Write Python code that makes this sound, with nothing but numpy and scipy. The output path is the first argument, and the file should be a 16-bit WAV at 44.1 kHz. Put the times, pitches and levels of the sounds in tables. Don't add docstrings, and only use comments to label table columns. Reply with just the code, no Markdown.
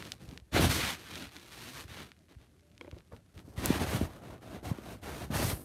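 import sys
import numpy as np
from scipy import signal
from scipy.fft import rfft, irfft, next_fast_len
from scipy.io import wavfile
from scipy.ndimage import uniform_filter1d, map_coordinates

SR = 44100
rng = np.random.default_rng(int(sys.argv[2]) if len(sys.argv) > 2 else 0)


def transcribe(signal):
    frames = np.atleast_2d(signal).T
    limited = np.clip(frames, -1, 1)
    pcm = np.round(limited * 32767).astype(np.int16)
    wavfile.write(sys.argv[1], SR, pcm)


N = 248761
TOP_HZ = 15900

# freq_hz, level_db
ROOM_SPECTRUM = [(25, -33), (70, -11), (200, -14), (400, 5.5), (600, -26), (800, -32), (1600, -8),
                 (4000, -14), (12000, -14.5), (15500, -54)]
# start_s, peak_db, cutoff_hz
FINGER_KNOCKS = [(2.8108, -32.5, 3500), (2.846, -39, 1000), (2.87, -51, 1100), (2.877, -39, 700),
                 (2.925, -46, 600), (2.965, -43.5, 400)]
# pitch_hz, level_db, t60_s
CASE_MODES = [(332, 3, 0.032), (515, -0.5, 0.048), (940, 7.5, 0.013), (1410, 11.5, 0.0067),
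              (2180, 16.5, 0.0096), (2900, 4, 0.021)]
# start_s, peak_db, start_pitch_hz
FOLD_PUSHES = [(.285, -38, 113), (0.327, -38, 264), (.42, -45.5, 99), (.564, -18.5, 720),
               (0.595, -17.5, 420), (0.6, -18, 233), (.696, -23.5, 163), (.835, -31.5, 129),
               (1.851, -42.5, 126), (2.366, -43, 111), (2.93, -38, 107), (3.129, -41, 136),
               (3.366, -43, 109), (3.479, -42, 330), (3.58, -30, 113), (3.704, -13.5, 324),
               (3.946, -25.5, 198), (4.013, -18.5, 354), (4.024, -25.5, 111), (4.629, -37.5, 433),
               (4.714, -22, 201), (4.786, -33.5, 420), (5.303, -27, 268), (5.35, -24, 191),
               (5.449, -24.5, 143.4), (5.532, -27.5, 115)]
# start_s, peak_db, pitch_hz
THREAD_SNAPS = [(0.0249, -28.5, 1850), (0.053, -32.5, 2530), (0.1199, -19.5, 3550), (0.2902, -39, 3300),
                (0.312, -39.5, 2830), (0.376, -30.5, 2660), (.4, -46, 2900), (1.1565, -25.5, 2950),
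                (1.366, -31.5, 2600), (1.3977, -40, 3860), (2.1179, -36.5, 1890), (2.779, -40.5, 2900),
                (2.8114, -39, 2600), (2.9134, -37, 2100), (2.986, -44, 2730), (3.1649, -44, 2420),
                (3.3785, -39.5, 2340), (3.3928, -39, 2380), (3.6589, -6.5, 9300), (4.785, -41, 1870)]
# time_s, level_db
SLIDE_FADE = [(5.4, -100), (5.5, -42.5), (5.56, -52), (5.64, -61)]
# freq_hz, level_db
SLIDE_SPECTRUM = [(5500, -30), (7600, -14), (8800, -3), (12800, -3), (14000, -8), (15800, -23.5)]
RASP_SPECTRUM = [(200, -15), (600, -3.5), (1000, 0), (1600, 2.5), (2500, 2), (4000, -1), (5200, -20),
                 (6500, -14.5), (9000, -42), (16000, -67)]
HISS_SPECTRUM = [(2500, -26.5), (4500, 1.5), (5800, 0), (7200, -4.5), (8600, -1), (10500, -4), (12800, -4),
                 (14200, -8.5), (15600, -17), (16200, -40)]
DRAG_SPECTRUM = [(90, -43), (170, 0.5), (240, 3), (330, 2.5), (430, -3), (700, -10), (900, -18),
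                 (1400, -16.5), (4000, -52)]
AIR_SPECTRUM = [(20, -36), (35, -27.5), (50, -3.5), (80, 1.5), (120, -1.5), (170, -6), (240, -11.5),
                (500, -68), (2000, -90)]
# time_s, seal_fraction
PORT_SEAL = [(0, 0), (.65, 0.6), (.75, 0.01), (2.1, 0.2), (3.3, 0.4), (3.6, 0.5), (4.2, 1), (5.64, 0.86)]
# freq_hz, gain_db
SEALED_EQ = [(250, -1.5), (430, -1.5), (600, 5), (760, 8), (950, 5.5), (1400, 1.5), (2400, -2.5),
             (4000, -4), (6000, -2), (9500, 1), (13000, 2)]
# start_s, length_s, rasp_db, swell_db, hiss_db, pressure_db
CLOTH_STROKES = [(-.03, 0.17, -55, -4, -4, 4.5), (.18, 0.19, -63, -6.5, -3, 9.5),
                 (0.51, .07, -32, 8.5, -10, 0), (0.576, 0.082, -29.5, 1.5, -5.5, 1),
                 (0.669, .12, -35, -3.5, -1, -3), (0.766, 0.16, -35, -5.5, -6, -9.5),
                 (.935, 0.22, -52.5, 5, -5.5, -3.5), (1.119, .13, -47, -1.5, -7, -3),
                 (1.29, 0.079, -54.5, 5.5, -5.5, -4), (1.372, .135, -59, 2, -3.5, -1.5),
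                 (1.487, 0.33, -50, 3.5, -4, -4), (1.86, .165, -49.5, 3, -8.5, -3),
                 (2.015, 0.072, -57.5, -6, -7, 1.5), (2.267, 0.047, -65.5, 2, -7.5, 5.5),
                 (2.36, .08, -66, -4, -8, 6), (2.77, .225, -71, 2, -5, 10.5),
                 (3.093, 0.067, -67.5, 2.5, -4, 11), (3.318, .085, -67.5, 3, -2, 9.5),
                 (3.417, 0.14, -73, 1, 3, 17), (3.549, 0.11, -46.5, 8, -4.5, 5),
                 (3.614, 0.16, -39, -4.5, -5.5, 2), (3.773, .06, -39.5, -1, -5, 4.5),
                 (3.829, 0.14, -42, 5, -4.5, 2.5), (3.976, .078, -46.5, -6, -4.5, 8),
                 (4.046, .13, -58.5, -1, -6.5, 8), (4.195, 0.15, -58.5, 0, -8, 9),
                 (4.392, 0.17, -57.5, 5, -7, 7.5), (4.614, 0.082, -48, 2, -6, 6.5),
                 (4.704, 0.23, -58, 12.5, -5.5, 6), (5.003, .24, -49.5, 2.5, -5, 5),
                 (5.288, .035, -45.5, 0, -5, 9.5), (5.317, .105, -35.5, -1, -3.5, 2.5),
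                 (5.397, 0.11, -38, -5.5, .5, 3), (5.505, .125, -59.5, -9.5, 1, 10.5)]
RELEASE_STRETCH = (1.07, 1.02, 1.45, 2)
# rasp_db, hiss_db, drag_db, air_db
RESTING_LEVELS = (-78.5, -82, -70, -65)


def amp(db):
    return 10 ** (np.asarray(db) / 20)


def unit(x):
    return x / np.sqrt(np.mean(x ** 2) + 1e-20)


def automation(points):
    return np.interp(np.arange(N) / SR, *np.transpose(points))


def wobble(rate_hz):
    return map_coordinates(rng.standard_normal(N // 20), [np.arange(N) * rate_hz / SR], mode="wrap")


def filtered(x, response):
    size = next_fast_len(N + SR // 2)
    return irfft(rfft(x, size) * response(np.fft.rfftfreq(size, 1 / SR)), size)[:N]


def eq(x, spectrum):
    freq_hz, gain_db = np.transpose(spectrum)
    return filtered(x, lambda hz: amp(np.interp(np.log(hz + 1), np.log(freq_hz), gain_db)))


def coloured(x, spectrum):
    return unit(eq(x, spectrum))


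def add(track, start_s, sound, peak_db):
    place = track[round(start_s * SR):][:len(sound)]
    place += (amp(peak_db) * sound / np.abs(sound).max())[:len(place)]


def room_tone(hum_hz=82.3, hum_db=-73, wash_db=-76.5):
    hum = amp(hum_db) * np.sqrt(2) * np.sin(2 * np.pi * hum_hz * np.arange(N) / SR)
    return hum + amp(wash_db) * coloured(rng.standard_normal(N), ROOM_SPECTRUM)


def faint_ring(start_s=2.61, pitch_hz=587, t60_s=1.1, peak_db=-70):
    track, t = np.zeros(N), np.arange(SR // 2) / SR
    envelope = amp(-60 * t / t60_s) * signal.windows.tukey(len(t), 0.1)
    add(track, start_s, np.sin(2 * np.pi * pitch_hz * t) * envelope, peak_db)
    return track


def finger_squeak(start_s=3.112, end_s=3.16, pitch_hz=478, tilt_db=-6, peak_db=-44):
    track, n = np.zeros(N), int((end_s - start_s) * SR)
    jitter = 0.1 * wobble(rate_hz=400)[:n]
    judder_db = 3.5 * wobble(rate_hz=300)[:n]
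    glide = np.linspace(0.06, -0.08, n)
    phase = 2 * np.pi * np.cumsum(pitch_hz * (1 + glide + jitter)) / SR
    tone = sum(amp(tilt_db * k) * np.sin((k + 1) * phase) for k in range(4))
    add(track, start_s, tone * amp(judder_db) * signal.windows.tukey(n, 0.5), peak_db)
    return track


def finger_knocks(attack_s=0.0019):
    track, t = np.zeros(N), np.arange(SR // 10) / SR
    for start_s, peak_db, cutoff_hz in FINGER_KNOCKS:
        grip = 1 + rng.normal(0, 0.07, len(CASE_MODES))
        ring = np.zeros(len(t))
        for (pitch_hz, level_db, t60_s), detune in zip(CASE_MODES, grip):
            envelope = amp(level_db - 60 * t / t60_s) / (1 + (pitch_hz / cutoff_hz) ** 2)
            ring += envelope * np.sin(2 * np.pi * pitch_hz * detune * t)
        add(track, start_s, ring * (1 - np.exp(-t / attack_s)), peak_db)
    return track


def grip_ticks(start_s=2.1, end_s=3.1, peak_db=-55, pitch_hz=2300, count=14):
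    return [(start_s + (end_s - start_s) * (k + rng.random()) / count,
             peak_db + 3 * rng.normal(),
             pitch_hz * np.exp(0.32 * rng.normal())) for k in range(count)]


def fabric_slide():
    level_db = automation(SLIDE_FADE) + 0.8 * wobble(rate_hz=42)
    return amp(level_db) * coloured(rng.standard_normal(N), SLIDE_SPECTRUM)


def fold_pushes(rise_cycles=0.57, sag=0.75, sag_cycles=2.04, tail_gain=0.062, tail_cycles=3.2):
    track, t = np.zeros(N), np.arange(SR // 10) / SR
    for start_s, peak_db, start_pitch_hz in FOLD_PUSHES:
        cycles = start_pitch_hz * t
        pitch_hz = start_pitch_hz * (1 - sag * (1 - np.exp(-cycles / sag_cycles)))
        shove = cycles * np.exp(-cycles / rise_cycles) + tail_gain * np.exp(-cycles / tail_cycles)
        add(track, start_s, np.sin(2 * np.pi * np.cumsum(pitch_hz) / SR) * shove, peak_db)
    return track


def thread_snaps(cues, band_ratio=1.96, crackle_gain=0.042, crackle_t60_s=0.02):
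    track, t = np.zeros(N), np.arange(SR // 50) / SR
    for start_s, peak_db, pitch_hz in cues:
        crackle = crackle_gain * rng.standard_normal(len(t)) * amp(-60 * t / crackle_t60_s)
        tick = (t == 0) + crackle
        edges_hz = [pitch_hz / band_ratio, min(pitch_hz * band_ratio, TOP_HZ)]
        band = signal.butter(1, edges_hz, "bandpass", fs=SR)
        add(track, start_s, signal.lfilter(*band, signal.lfilter(*band, tick)), peak_db)
    return track


def fibre_slips(rate_hz, scatter_db):
    chance = np.clip(rate_hz / SR, 1e-4, 1)
    sizes = amp(scatter_db * np.clip(rng.standard_normal(N), -2, 2))
    polarity = np.sign(rng.standard_normal(N))
    return unit((rng.random(N) < chance) * sizes * polarity / np.sqrt(chance))


def air_pockets(x, depth_db, frame=1024):
    _, _, spectra = signal.stft(x, SR, nperseg=frame)
    peaks = uniform_filter1d(rng.standard_normal(spectra.shape), size=3, axis=0)
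    peaks = unit(uniform_filter1d(peaks, size=4, axis=1))
    _, shaped = signal.istft(spectra * amp(depth_db * peaks), nperseg=frame)
    return unit(shaped[:N])


def stroke_levels(attack_s=0.045, release_s=0.066):
    t = np.arange(N) / SR
    levels_db = np.outer(RESTING_LEVELS, np.ones(N))
    fall_db_per_s = 20 / release_s / np.array(RELEASE_STRETCH)[:, None]
    for start_s, length_s, rasp_db, swell_db, hiss_db, pressure_db in CLOTH_STROKES:
        age_s = t - start_s
        rise = np.sin(np.pi / 2 * np.clip(age_s / attack_s, 1e-3, 1)) ** 2
        progress = np.clip(age_s / length_s, 0, 1)
        stroke_db = rasp_db + swell_db * (progress - 0.5) + 20 * np.log10(rise)
        fall_db = fall_db_per_s * np.maximum(age_s - length_s, 0)
        air_db = 1.15 * pressure_db - 1
        balance_db = np.array([0, hiss_db, pressure_db, air_db])[:, None]
        levels_db = np.maximum(levels_db, stroke_db + balance_db - fall_db)
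    return levels_db


def cloth_rub():
    rasp_db, hiss_db, drag_db, air_db = stroke_levels()
    seal = np.clip(automation(PORT_SEAL), 0, 1)
    speed = amp(rasp_db + 50)
    crackle = fibre_slips(rate_hz=300 + 1100 * speed * (1 + 3 * seal), scatter_db=4.5)
    fibres = unit(crackle + 0.8 * rng.standard_normal(N))
    catch_db = wobble(rate_hz=160) + 1.32 * wobble(rate_hz=26)
    rasp = amp(rasp_db + catch_db - 0.8) * coloured(air_pockets(fibres, depth_db=1.53), RASP_SPECTRUM)
    hiss = amp(hiss_db + 0.43 * catch_db - 1.46) * coloured(fibres, HISS_SPECTRUM)
    drag_grain = air_pockets(fibre_slips(rate_hz=1500, scatter_db=2), depth_db=2)
    drag = amp(drag_db + catch_db - 1.15) * coloured(drag_grain, DRAG_SPECTRUM)
    flutter_db = 0.78 * wobble(rate_hz=79)
    air = amp(air_db + flutter_db + 0.33) * coloured(rng.standard_normal(N), AIR_SPECTRUM)
    rub = rasp + hiss + drag + air
    return (1 - seal) * rub + seal * eq(rub, SEALED_EQ)


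def scene():
    handling = cloth_rub() + fabric_slide() + thread_snaps(THREAD_SNAPS + grip_ticks()) + fold_pushes()
    return (handling + finger_knocks() + finger_squeak() + faint_ring() + room_tone())[None]


def record(dry):
    def response(hz, low_cut_hz=36):
        high_cut = np.clip((TOP_HZ - hz) / 100, 0, 1)
        return high_cut * hz ** 2 / np.sqrt(hz ** 4 + low_cut_hz ** 4)
    return filtered(dry[0], response)[None]


dry = scene()
out = record(dry)
transcribe(out)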